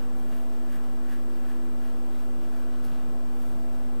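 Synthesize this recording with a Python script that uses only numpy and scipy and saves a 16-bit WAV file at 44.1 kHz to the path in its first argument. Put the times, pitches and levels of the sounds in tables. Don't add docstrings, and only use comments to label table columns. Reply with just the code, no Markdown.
import sys
import numpy as np
from scipy import signal
from scipy.fft import rfft, irfft
from scipy.io import wavfile
from scipy.ndimage import uniform_filter1d

SR = 44100
rng = np.random.default_rng(int(sys.argv[2]) if len(sys.argv) > 2 else 0)


def output_pcm(signal):
    pcm = np.clip(np.atleast_2d(signal).T, -1, 1) * 32767
    wavfile.write(sys.argv[1], SR, np.round(pcm).astype(np.int16))


N = 176400
TIME_S = np.arange(N) / SR
FREQS_HZ = np.maximum(np.fft.rfftfreq(N, 1 / SR), 1)

# time of fastest motion, rise and fall in seconds,
# hair swish, skin rub and hollow tone in dB, hollow tone pitch in Hz.
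STROKES = [(.01, .04, 0.044, -64, -58.5, -64, 1510), (.185, 0.025, 0.037, -62.5, -69, -74, 1700),
           (.348, .056, 0.06, -59, -60, -64, 1760), (.535, 0.021, 0.033, -65.5, -62, -70, 1700),
           (.753, .045, 0.019, -56.5, -62, -56.5, 1690), (.84, 0.024, 0.064, -66, -62, -68, 1710),
           (1.126, 0.039, 0.03, -58, -56, -55.5, 1720), (1.36, 0.05, 0.042, -67, -64, -68, 1600),
           (1.503, 0.045, 0.04, -61.5, -60, -58.5, 1640), (1.64, 0.022, .025, -66, -68, -66, 1650),
           (1.865, 0.041, 0.033, -62, -59, -61, 1610), (2.20, 0.06, 0.046, -61.5, -62.5, -74, 1600),
           (2.44, 0.022, 0.02, -65, -57.5, -78, 1550), (2.564, 0.041, 0.056, -62, -60.5, -60.5, 1540),
           (2.73, 0.056, 0.091, -74, -63, -66, 1420), (2.85, 0.009, 0.013, -51.5, -61, -66, 1390),
           (2.95, 0.08, 0.067, -64.5, -57.5, -65, 1450), (3.43, 0.066, 0.096, -61.5, -65.5, -70, 1520),
           (3.755, .035, 0.036, -63.5, -64, -69, 1610)]
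# frequency in Hz, relative level in dB.
HAIR_SPECTRUM = [(1500, 7), (3000, -2.5), (6000, -1), (9000, 1), (12500, 3.5), (15000, 2.5)]
# frequency in Hz, relative level in dB.
SKIN_SPECTRUM = [(250, -39), (600, 0.5), (1300, 1), (2100, -8), (3000, -5.5), (4200, -12.5), (7000, -19),
                 (14000, -41)]
# peak time in seconds, rise and fall time in seconds,
# level in dB, centre in Hz.
SCRATCHES = [(0.364, 0.031, -68, 2950), (0.752, .03, -65, 2530), (1.128, .025, -72, 2580),
             (1.335, .008, -67, 4730), (1.52, 0.03, -66, 2600), (2.15, 0.02, -68, 3600),
             (2.844, 0.0053, -61.5, 4700), (2.943, .014, -68, 3700)]
# multiple of the turning rate, rms level in dB, flutter depth as a ratio.
FAN_ORDERS = [(2, -62.5, 0.88), (3, -45, 0.06), (4, -53.5, 0.49), (8, -60, 0.82), (12, -69, 0.22),
              (16, -74.5, 0.18), (18, -80, 0.44)]
# centre in Hz, half-width in Hz, rms level in dB.
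FAN_RESONANCES = [(361, 4.5, -63), (487, 3.9, -64.5), (571, 24, -62.5), (770.5, 9, -65), (5210, 7.8, -85.5),
                  (8620, 210, -82)]
# frequency in Hz, density in dB per Hz.
AIR_SPECTRUM = [(20, -77), (60, -80.5), (150, -80), (200, -79), (300, -77.5), (520, -79), (680, -85),
                (810, -81.5), (880, -88.5), (1030, -86), (1400, -89), (1750, -94), (2100, -97.5),
                (3000, -99.3), (3800, -103), (5100, -104), (6000, -106), (7800, -105.3), (10000, -107.3),
                (15000, -106.8)]
# frequency in Hz, side minus mid in dB.
AIR_WIDTH = [(25, 0), (85, -17), (140, -22), (250, -54), (650, -51), (1300, -52), (2400, -16.5), (4400, -6),
             (8000, -4), (15000, -5.5)]
# time in seconds, rms level in dB.
RUSH_ENVELOPE = [(0, -61), (.35, -59), (.75, -66), (2.25, -66), (2.45, -58.5), (2.95, -58.5), (3.3, -59),
                 (4, -60.5)]
# time in seconds, rms level in dB.
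RUMBLE_ENVELOPE = [(0, -73), (2.0, -67), (2.25, -56.5), (2.6, -63), (2.85, -53.5), (3.2, -65.5),
                   (3.55, -56), (4, -59)]

BASE_SLIPS_PER_S, SLIP_SPREAD_DB, HISS_POWER_SHARE = 9000, 3.5, 0.21
CATCH_DB, CATCH_RATE_HZ = 1.4, 48
SWELL_EXPONENT = 1.26
HAND_SIDE_DB, ROOM_DB, ROOM_T60_S = -25, -8.5, 0.17
FAN_TURN_HZ, FAN_WANDER_HZ, FAN_FLUTTER_HZ = 83.83, 0.11, 3.6
WHINE_HZ, WHINE_ON_DB, WHINE_PULSE_HZ, WHINE_START_S = 7867, -70, 30.03, .0237
CUTOFF_HZ, CUTOFF_SLOPE_HZ = 15300, 100
LEFT_OFFSET, RIGHT_OFFSET = -.0661, .0638


def hands():
    swish_gain, rub_gain = stroke_gains()
    speed = swish_gain / swish_gain.max()
    hair, hair_side = (swish_gain * unit_rms(colour(hair_slips(speed), HAIR_SPECTRUM)) for _ in range(2))
    skin = rub_gain * unit_rms(colour(hair_slips(speed), SKIN_SPECTRUM))
    direct = hair + skin + hollow_tones() + scratches()
    return stereo(direct + from_db(ROOM_DB) * bathroom(direct), from_db(HAND_SIDE_DB) * hair_side)


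def stroke_gains():
    power = np.zeros((2, N))
    for peak_s, rise_s, fall_s, hair_db, skin_db, _, _ in STROKES:
        power += from_db([hair_db, skin_db])[:, None] ** 2 * swell(peak_s, rise_s, fall_s)
    return np.sqrt(power) * from_db(CATCH_DB * drift(CATCH_RATE_HZ))


def swell(peak_s, rise_s, fall_s):
    span_s = np.where(TIME_S < peak_s, rise_s, fall_s)
    return np.exp(-np.abs((TIME_S - peak_s) / span_s) ** SWELL_EXPONENT)


def hair_slips(speed):
    chance = np.clip(BASE_SLIPS_PER_S * (.2 + speed) / SR, .001, 1)
    sizes = from_db(SLIP_SPREAD_DB * np.minimum(rng.exponential(1, N), 5))
    signs = rng.choice([-1, 1], N)
    clicks = unit_rms(sizes * signs * (rng.random(N) < chance) / np.sqrt(chance))
    return np.sqrt(1 - HISS_POWER_SHARE) * clicks + np.sqrt(HISS_POWER_SHARE) * white()


def hollow_tones():
    noise = white()
    return sum(from_db(db) * np.sqrt(swell(peak_s, rise_s, fall_s)) * resonate(noise, hz, half_hz=200)
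               for peak_s, rise_s, fall_s, _, _, db, hz in STROKES)


def scratches():
    slips = hair_slips(speed=0.21)
    return sum(from_db(db) * np.sqrt(swell(peak_s, span_s, span_s)) * resonate(slips, hz, half_hz=540)
               for peak_s, span_s, db, hz in SCRATCHES)


def bathroom(x):
    tail = white() * from_db(-60 * TIME_S / ROOM_T60_S) * (TIME_S > .004)
    return signal.fftconvolve(x, tail / np.sqrt(np.sum(tail ** 2)))[:N]


def fan_hum():
    turns = np.cumsum(FAN_TURN_HZ + FAN_WANDER_HZ * drift(rate_hz=1.54)) / SR
    hum = np.zeros(N)
    for order, db, depth in FAN_ORDERS:
        flutter = 1 + depth * (drift(FAN_FLUTTER_HZ) + 1j * drift(FAN_FLUTTER_HZ)) / np.sqrt(2)
        tone = np.exp(2j * np.pi * (order * turns + rng.random()))
        hum += from_db(db) * unit_rms(np.real(flutter * tone))
    return hum + sum(from_db(db) * resonate(white(), hz, half_hz) for hz, half_hz, db in FAN_RESONANCES)


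def fan_air():
    noise = stereo(white(), colour(white(), AIR_WIDTH))
    return np.sqrt(SR / 2) * colour(noise, AIR_SPECTRUM)


def rush():
    return envelope(RUSH_ENVELOPE) * resonate(white(), hz=698, half_hz=130)


def rumble():
    return envelope(RUMBLE_ENVELOPE) * resonate(white(), hz=105, half_hz=70)


def whine():
    on = ((TIME_S - WHINE_START_S) * WHINE_PULSE_HZ) % 1 < .5
    gate = uniform_filter1d(on.astype(float), size=110)
    return from_db(WHINE_ON_DB) * np.sqrt(2) * gate * np.sin(2 * np.pi * WHINE_HZ * TIME_S)


def from_db(db):
    return 10 ** (np.asarray(db) / 20)


def envelope(points):
    return from_db(np.interp(TIME_S, *np.transpose(points)))


def unit_rms(x):
    return x / np.sqrt(np.mean(x ** 2) + 1e-20)


def white():
    return rng.standard_normal(N)


def drift(rate_hz):
    return resonate(white(), 0, rate_hz)


def colour(x, spectrum):
    hz, db = np.transpose(spectrum)
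    return irfft(rfft(x) * from_db(np.interp(np.log(FREQS_HZ), np.log(hz), db)), N)


def resonate(x, hz, half_hz):
    return unit_rms(irfft(rfft(x) / (1 + ((FREQS_HZ - hz) / half_hz) ** 2), N))


def stereo(mid, side):
    return np.array([mid + side, mid - side])


def scene():
    return hands() + fan_hum() + fan_air() + rush() + rumble() + whine()


def record(dry):
    lowpass = np.clip((CUTOFF_HZ - FREQS_HZ) / CUTOFF_SLOPE_HZ + .5, 0, 1)
    return irfft(rfft(dry) * lowpass, N) + np.array([[LEFT_OFFSET], [RIGHT_OFFSET]])


dry = scene()
out = record(dry)
output_pcm(out)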